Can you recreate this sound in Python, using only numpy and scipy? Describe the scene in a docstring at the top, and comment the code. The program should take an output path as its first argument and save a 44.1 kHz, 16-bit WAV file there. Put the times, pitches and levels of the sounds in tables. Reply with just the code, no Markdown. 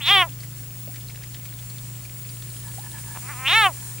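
"""Frog distress cries

A frog held by a snake cries twice, close by; a closed-mouth whimper leads in the second cry. Each cry is
a pulse train that rises and sags in pitch and rings a narrow resonance while the mouth snaps open and
slowly shuts. Between cries the frog gulps and pumps air, and dry litter ticks. Distant insects hiss over
a low electrical hum and a thin electronic whine."""
import sys
import numpy as np
from scipy import signal
from scipy.fft import rfft, irfft
from scipy.io import wavfile
from scipy.ndimage import uniform_filter1d

SR = 44100
rng = np.random.default_rng(int(sys.argv[2]) if len(sys.argv) > 2 else 0)


def file_out(sig):
    """Save sig as 16-bit WAV at sys.argv[1]."""
    # one column per channel
    cols = np.atleast_2d(sig).T
    # limit, then scale
    lim = np.clip(cols, -1, 1)
    pcm = np.round(lim * 32767).astype(np.int16)
    wavfile.write(sys.argv[1], SR, pcm)


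N = 176400
TIME_S = np.arange(N) / SR
BINS_HZ = np.arange(N // 2 + 1) * SR / N

# Background air: freq_hz, relative_db
AIR_SPECTRUM = [(25, -6), (55, 0), (130, 0), (250, -3.5), (400, -11), (700, -15), (1500, -16), (4000, -17),
                (12000, -18), (14500, -17), (15500, -12)]
# Left-right likeness of air and insects: freq_hz, correlation
STEREO_CORRELATION = [(60, 0.74), (290, 0.99), (640, 0.43), (1400, 0.6), (3100, 0.49), (6800, 0.085),
                      (15000, 0)]
# Electrical hum: freq_hz, rms_db, waver_ratio
HUM_TONES = [(60.4, -53, 0.44), (119.8, -38.5, 0.11), (146.3, -52, 0.59), (177.2, -56, 0.31)]
# Insect chorus loudness: time_s, level_db
INSECT_ENVELOPE = [(0, -44.5), (1.1, -45), (1.4, -45), (2.1, -43), (2.8, -40), (3.4, -37.5), (3.8, -36.5),
                   (4, -39)]
# Insect hiss: freq_hz, relative_db
INSECT_SPECTRUM = [(3000, -16), (5500, -11.5), (7200, -4.5), (8500, -2), (9400, -1), (10500, -12.5),
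                   (12500, -14.5), (15500, -8.5)]
# Dry litter ticks: start_s, relative_db, pitch_hz
LITTER_TICKS = [(0.404, -42.5, 4500), (0.4335, -41.5, 2080), (0.9399, -44, 1850), (0.959, -40, 2380),
                (1.0842, -41, 4070), (1.096, -42, 2300), (1.158, -44.5, 3730), (1.2367, -41, 2100),
                (1.344, -40, 3440), (1.4527, -40, 2410), (1.5884, -43, 3460), (1.6978, -42, 4250),
                (1.783, -40.5, 3580), (2.0508, -41.5, 2420), (2.29, -42.5, 4650), (2.422, -39.5, 3730)]
# Stirring in the litter: time_s, gain_db
RUSTLE_ENVELOPE = [(0, -2.5), (.8, -4), (1.1, 0.5), (1.8, -3.5), (2.5, -1.5), (3, -1.5)]
# Dull bumps: start_s, level_db
DULL_BUMPS = [(0.295, -41), (0.612, -40.5), (0.885, -39)]

# Nostril puffs: centre_s, half_length_s, level_db
NOSTRIL_PUFFS = [(2.675, 0.05, -48.5), (2.857, 0.031, -46), (2.962, 0.055, -46.5), (3.096, 0.074, -47),
                 (3.161, 0.019, -45.5), (3.85, 0.16, -56)]
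# Nostril air: freq_hz, relative_db
NOSTRIL_SPECTRUM = [(300, -35), (600, -9.5), (780, -12), (930, 10), (1080, -6), (1480, -12.5), (1720, 8),
                    (1950, -13), (2500, -12), (3500, -16.5), (8000, -45)]
# Soft gulps: start_s, decay_s, level_db, pitch_hz
SOFT_GULPS = [(0.876, 0.0051, -31.5, 553), (0.892, 0.008, -42, 670), (2.782, 0.012, -32, 732)]
# Throat clicks before the whimper: start_s, impulse_db
THROAT_CLICKS = [(3.151, -29), (3.16, -25), (3.1653, -25), (3.1731, -21), (3.185, -35)]
# Click resonances: centre_hz, width_hz, gain_db
CLICK_MODES = [(950, 310, -0.74), (2300, 1500, -1.1)]

# Vocal pulse rate per cry: time_s, pitch_hz
CRY_1_PITCH = [(0, 314.4), (.02, 279), (.035, 273), (.055, 284.3), (.07, 312), (.09, 361), (.115, 402),
               (.135, 408), (.17, 384.8), (.215, 362.6), (.24, 331.7), (.255, 337.6), (.29, 233)]
CRY_2_PITCH = [(3.22, 240), (3.275, 253.8), (3.305, 306), (3.345, 242), (3.40, 258.7), (3.45, 261.5),
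               (3.475, 275.5), (3.496, 328.5), (3.522, 367.3), (3.534, 409), (3.56, 443.3), (3.58, 450.5),
               (3.61, 438.6), (3.68, 364), (3.72, 274)]
# Effort and mouth shape: time_s, level_db, mouth_hz, upper_hz, ring_hz, ring_width_hz, tilt_db_per_oct
CRY_1_MOUTH = [(0.0, -33, 1920.0, 2630.0, 2080.0, 360.0, -3), (0.022, -31, 2600, 3800, 3460, 269, 1.5),
               (0.05, -26, 2520, 4340, 3680, 370.0, 3.5), (0.08, -18, 2550, 4800, 3600, 360.0, 0.5),
               (0.106, -13.5, 2390, 6070.0, 3410, 150.0, -3.0), (0.135, -13.5, 2220, 5100, 3340, 160.0, -2),
               (0.18, -14.5, 2150, 4870, 3285, 160.0, -4), (0.223, -16.0, 2160, 3660.0, 3080, 290.0, -5.5),
               (0.244, -27, 1360, 2890.0, 3000, 740.0, -3.5), (0.29, -53, 934, 2200.0, 1760.0, 590.0, -18)]
CRY_2_MOUTH = [(3.22, -47, 1450.0, 2600.0, 2490.0, 480.0, -3.5),
               (3.27, -44, 1630.0, 2610.0, 2500, 500.0, -2), (3.3, -34.5, 1500, 2670.0, 2080.0, 770.0, 4),
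               (3.35, -44.5, 1400, 2720.0, 2610, 570.0, -0.5),
               (3.441, -34.5, 1539, 2920.0, 2440, 820.0, 0.5),
               (3.468, -19.5, 2480, 3720.0, 2810.0, 390.0, 2.5), (3.485, -19.5, 2750, 3200, 3700, 507, 0.5),
               (3.529, -16.5, 2640, 3153, 3870, 270.0, -3), (3.55, -15, 2590.0, 2440.0, 3820, 398, 1.5),
               (3.58, -14, 1950, 2900, 4060, 490, 3.5), (3.62, -16.0, 1580, 2800.0, 3900.0, 670, 4.5),
               (3.669, -14.5, 880, 2980, 2970, 370.0, 2), (3.69, -27, 1055, 2777, 2717, 560.0, -6),
               (3.729, -56.5, 755, 2250.0, 1990.0, 570.0, -17)]
# Throat resonances: centre_hz, width_hz
THROAT_MODES = [(461, 204), (950, 414)]
# Buzzing top of the voice: freq_hz, harmonic_relative_db
BUZZ_SPECTRUM = [(3500, -36), (4900, -39), (5800, -35), (6700, -42), (8000, -35.5), (8900, -39),
                 (10200, -27.5), (11500, -44), (13000, -41), (15300, -37)]
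# Air in the cry: freq_hz, relative_db
RASP_SPECTRUM = [(300, -2), (900, -14.5), (3500, 2.5), (4800, -2), (6200, -1.5), (8000, -13), (10500, -12),
                 (15000, -27)]
# Frog level at the two microphone ports: freq_hz, left_minus_right_db
PORT_BALANCE_DB = [(270, -1.5), (740, -1.5), (1220, 1), (2010, -2.5), (3330, 1.5), (5500, -3), (9080, 1.5),
                   (15000, -3)]
# Frog phase at the ports: freq_hz, left_lead_rad
PORT_PHASE_RAD = [(0, 0), (2930, -0.0), (4130, -1.47), (5680, 1.5), (6980, -9), (7670, 1.5), (8870, 1),
                  (10400, -5.5), (10700, -0.2), (14000, 3), (15700, 8.0), (16600, 8.2)]

CUTOFF_HZ = 15900


def from_db(db):
    """Decibels to gain."""
    return 10 ** (np.asarray(db) / 20)


def unit_rms(x):
    """Scale to rms 1."""
    return x / np.sqrt(np.mean(x ** 2) + 1e-20)


def at_time(rows, t):
    """Each value column at times t."""
    time_s, *columns = np.transpose(rows)
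    return [np.interp(t, time_s, column) for column in columns]


def at_hz(points, hz):
    """Interpolate on a log-frequency axis."""
    freq_hz, value = np.transpose(points)
    return np.interp(np.log(np.maximum(hz, 1)), np.log(freq_hz), value)


def random_curve(position):
    """Line through Gaussian values at whole positions."""
    return np.interp(position, np.arange(4096), rng.standard_normal(4096))


def drift(rate_hz, t):
    """Random wander, spread near 1."""
    return random_curve((t - t[0]) * rate_hz * 2)


def noise(spectrum, correlation=None, ripple_db=0, line_width_hz=56.1):
    """Coloured noise, rms 1; ripple adds narrow lines, a correlation table makes it stereo."""
    gain_db = at_hz(spectrum, BINS_HZ) + ripple_db * random_curve(BINS_HZ / line_width_hz)
    mid, side = rfft(rng.standard_normal((2, N))) * from_db(gain_db)
    if correlation is None:
        return unit_rms(irfft(mid, N))
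    alike = at_hz(correlation, BINS_HZ)
    return unit_rms(irfft(np.sqrt(1 + alike) * mid + np.sqrt(1 - alike) * side * [[1], [-1]], N))


def resonance(hz, centre_hz, width_hz):
    """Complex gain of one resonance."""
    return 1 / (1 - (hz / centre_hz) ** 2 + 1j * hz * width_hz / centre_hz ** 2)


def ring(x, hz, width_hz):
    """Resonant band-pass, peak gain 1."""
    r = np.exp(-np.pi * width_hz / SR)
    feedback = [1, -2 * r * np.cos(2 * np.pi * hz / SR), r * r]
    return signal.lfilter(np.array([1, 0, -1]) * (1 - r * r) / 2, feedback, x + 1e-18)


def swell(centre_s, half_length_s):
    """Raised-cosine window."""
    return np.cos(np.pi / 2 * np.clip((TIME_S - centre_s) / half_length_s, -1, 1)) ** 2


def tone(hz, rms_db, waver):
    """Sine wavering in level and phase."""
    wobble = 1 + waver * (drift(4.06, TIME_S) + 1j * drift(2.2, TIME_S))
    return from_db(rms_db) * unit_rms((wobble * np.exp(2j * np.pi * hz * TIME_S)).real)


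def plop(start_s, decay_s, level_db, pitch_hz, rise_hz_per_s=0, attack_s=0.00093):
    """Softly struck, decaying sine; pitch may rise."""
    t = np.maximum(TIME_S - start_s, 0)
    envelope = (1 - np.exp(-t / attack_s)) * np.exp(-np.minimum(t / decay_s, 40))
    return from_db(level_db) * envelope * np.sin(2 * np.pi * (pitch_hz + rise_hz_per_s * t / 2) * t)


def electrics(whine_hz=15665, whine_pan_db=15.5):
    """Low hum in the centre, thin whine to the left."""
    hum = sum(tone(*row) for row in HUM_TONES)
    pan = from_db([[whine_pan_db / 2], [-whine_pan_db / 2]])
    return hum + pan * tone(whine_hz, rms_db=-48, waver=0.3)


def insects(crossfade_s=0.87):
    """Distant chorus: sets of narrow noise lines crossfade as the level grows."""
    chorus = sum(np.sqrt(swell(k * crossfade_s, crossfade_s))
                 * noise(INSECT_SPECTRUM, STEREO_CORRELATION, ripple_db=3.5) for k in range(8))
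    level_db = at_time(INSECT_ENVELOPE, TIME_S)[0] + 1.45 * drift(12, TIME_S)
    return from_db(level_db) * unit_rms(chorus)


def litter_rustle(clicks_per_s=150, spread_db=3.2, base_db=-54.5):
    """Faint random clicks, each ringing one of ten resonances."""
    sizes = from_db(spread_db * np.minimum(rng.exponential(1, N), 4)) * rng.choice([-1, 1], N)
    clicks = sizes * (rng.random(N) < clicks_per_s / SR)
    modes_hz = np.geomspace(1700, 4400, 10)
    mode = rng.integers(0, len(modes_hz), N)
    rustle = sum(ring(clicks * (mode == k), hz, width_hz=410) for k, hz in enumerate(modes_hz))
    return from_db(base_db + at_time(RUSTLE_ENVELOPE, TIME_S)[0]) * unit_rms(rustle)


def litter_ticks(decay_s=0.0072, gain_db=8.02):
    """Short noise bursts drive a narrow resonance and a broad crack."""
    out = np.zeros(N)
    for start_s, relative_db, pitch_hz in LITTER_TICKS:
        burst = rng.standard_normal(2048) * np.exp(-TIME_S[:2048] / decay_s)
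        tick = ring(burst, pitch_hz, width_hz=200) + 0.21 * ring(burst, hz=3300, width_hz=4400)
        start = int(start_s * SR)
        out[start:start + len(tick)] += from_db(relative_db + gain_db) * tick / abs(tick).max()
    return out


def bumps():
    """Faint, dull low knocks."""
    return sum(plop(start_s, decay_s=0.014, level_db=db, pitch_hz=266) for start_s, db in DULL_BUMPS)


def pumping(click_top_hz=2930):
    """The frog refills its lungs: nostril puffs, rising gulps, dry throat clicks."""
    airflow = sum(from_db(db) * np.sqrt(swell(s, half_s)) for s, half_s, db in NOSTRIL_PUFFS)
    puffs = airflow * noise(NOSTRIL_SPECTRUM)
    gulps = sum(plop(*row, rise_hz_per_s=6800) for row in SOFT_GULPS)
    impulses = np.zeros(N)
    for start_s, impulse_db in THROAT_CLICKS:
        impulses[int(start_s * SR)] += from_db(impulse_db)
    clicks = sum(from_db(db) * ring(impulses, hz, width_hz) * SR / (2 * np.pi * width_hz)
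                 for hz, width_hz, db in CLICK_MODES)
    return puffs + gulps + signal.sosfilt(signal.butter(4, click_top_hz, fs=SR, output="sos"), clicks)


def vocal_tract(hz, shape, emphasis_db):
    """Complex gain per harmonic through throat and mouth, total power 1."""
    mouth_hz, upper_hz, ring_hz, ring_width_hz, tilt_db_per_oct = shape
    cavity_hz, notch_width_hz, notch_db, top_hz = 1534, 100, -5.5, 4470
    gain = np.prod([resonance(hz, mode_hz, width_hz) * (hz / mode_hz) ** 2
                    for mode_hz, width_hz in THROAT_MODES], axis=0)
    gain *= resonance(hz, mouth_hz, width_hz=1120) * resonance(hz, upper_hz, width_hz=2270)
    gain *= resonance(hz, ring_hz, ring_width_hz)
    gain *= from_db(tilt_db_per_oct * np.log2(hz / hz[0]) + emphasis_db)
    gain /= np.sqrt(1 + (hz / top_hz) ** 11)
    # A side cavity cuts a notch and delays part of each pulse.
    gain *= from_db(notch_db * np.exp(-((hz - cavity_hz) / notch_width_hz) ** 2))
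    gain *= np.exp(2j * np.angle(resonance(hz, cavity_hz, width_hz=300)))
    return gain / np.sqrt(np.sum(abs(gain) ** 2, axis=0))


def cry(pitch, mouth):
    """Vocal pulses as 60 harmonics through the tract, plus a buzzing top and pulse-gated air."""
    firm_db, full_push_hz_per_s, attack_s = -27, 2000, 0.014
    voice_wander_db, buzz_wander_db = 0.9, 4
    buzz_trim_db, buzz_db_per_oct, buzz_ref_hz = -0.5, 14, 413
    rasp_db, rasp_push_db = -33, 15
    span = (TIME_S >= mouth[0][0]) & (TIME_S <= mouth[-1][0])
    t = TIME_S[span]
    aim_hz, = at_time(pitch, t)
    level_db, *shape = at_time(mouth, t)
    # A weak voice shakes; pushing the pitch up adds air.
    weak = np.clip((firm_db - level_db) / 10, 0, 1)
    push = np.clip(uniform_filter1d(np.gradient(aim_hz, t), size=600) / full_push_hz_per_s, 0, 1)
    jitter = (0.0025 + 0.014 * weak) * drift(89.8, t)
    pitch_hz = aim_hz * (1 + jitter)
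    phase_rad = 2 * np.pi * np.cumsum(pitch_hz) / SR
    order = np.arange(1, 61)[:, None]
    hz = order * pitch_hz
    wander = np.array([drift(12, t) for _ in order])
    flutter = np.array([drift(120, t) + 1j * drift(120, t) for _ in order])
    tract = vocal_tract(hz, shape, voice_wander_db * wander)
    buzz_db = at_hz(BUZZ_SPECTRUM, hz) + buzz_trim_db + buzz_wander_db * wander
    buzz_db += buzz_db_per_oct * np.log2(aim_hz / buzz_ref_hz)
    partials = tract * (1 + 0.045 * flutter) + from_db(buzz_db) * (1 + 0.18 * flutter)
    voice = np.sqrt(2) * np.sum(partials * (hz < CUTOFF_HZ) * np.exp(1j * order * phase_rad), axis=0).real
    gate = 1 + np.cos(phase_rad - 1)
    rasp = from_db(rasp_db + rasp_push_db * push) * noise(RASP_SPECTRUM)[span] * gate
    shimmer = 0.06 * (1 + 2 * weak + push) * drift(150, t)
    envelope = np.clip((t - t[0]) / attack_s, 0, 1) * from_db(level_db)
    out = np.zeros(N)
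    out[span] = envelope * (voice * (1 + shimmer) + rasp)
    return out


def at_ports(x):
    """A close source reaches each microphone port with its own level and phase."""
    sides = np.array([[0.5], [-0.5]])
    gain = from_db(sides * at_hz(PORT_BALANCE_DB, BINS_HZ))
    phase_rad = sides * at_hz(PORT_PHASE_RAD, BINS_HZ)
    return irfft(rfft(x) * gain * np.exp(1j * phase_rad), N)


def scene():
    """Close frog over hum, whine, litter, insects, bumps and air."""
    frog = cry(CRY_1_PITCH, CRY_1_MOUTH) + cry(CRY_2_PITCH, CRY_2_MOUTH) + pumping()
    background = electrics() + litter_ticks() + litter_rustle() + insects() + bumps()
    air = from_db(-43.5) * noise(AIR_SPECTRUM, STEREO_CORRELATION)
    return air + background + at_ports(frog)


def record(dry):
    """Steep elliptic low-pass."""
    return signal.sosfilt(signal.ellip(12, .1, 90, CUTOFF_HZ, fs=SR, output="sos"), dry)


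dry = scene()
out = record(dry)
file_out(out)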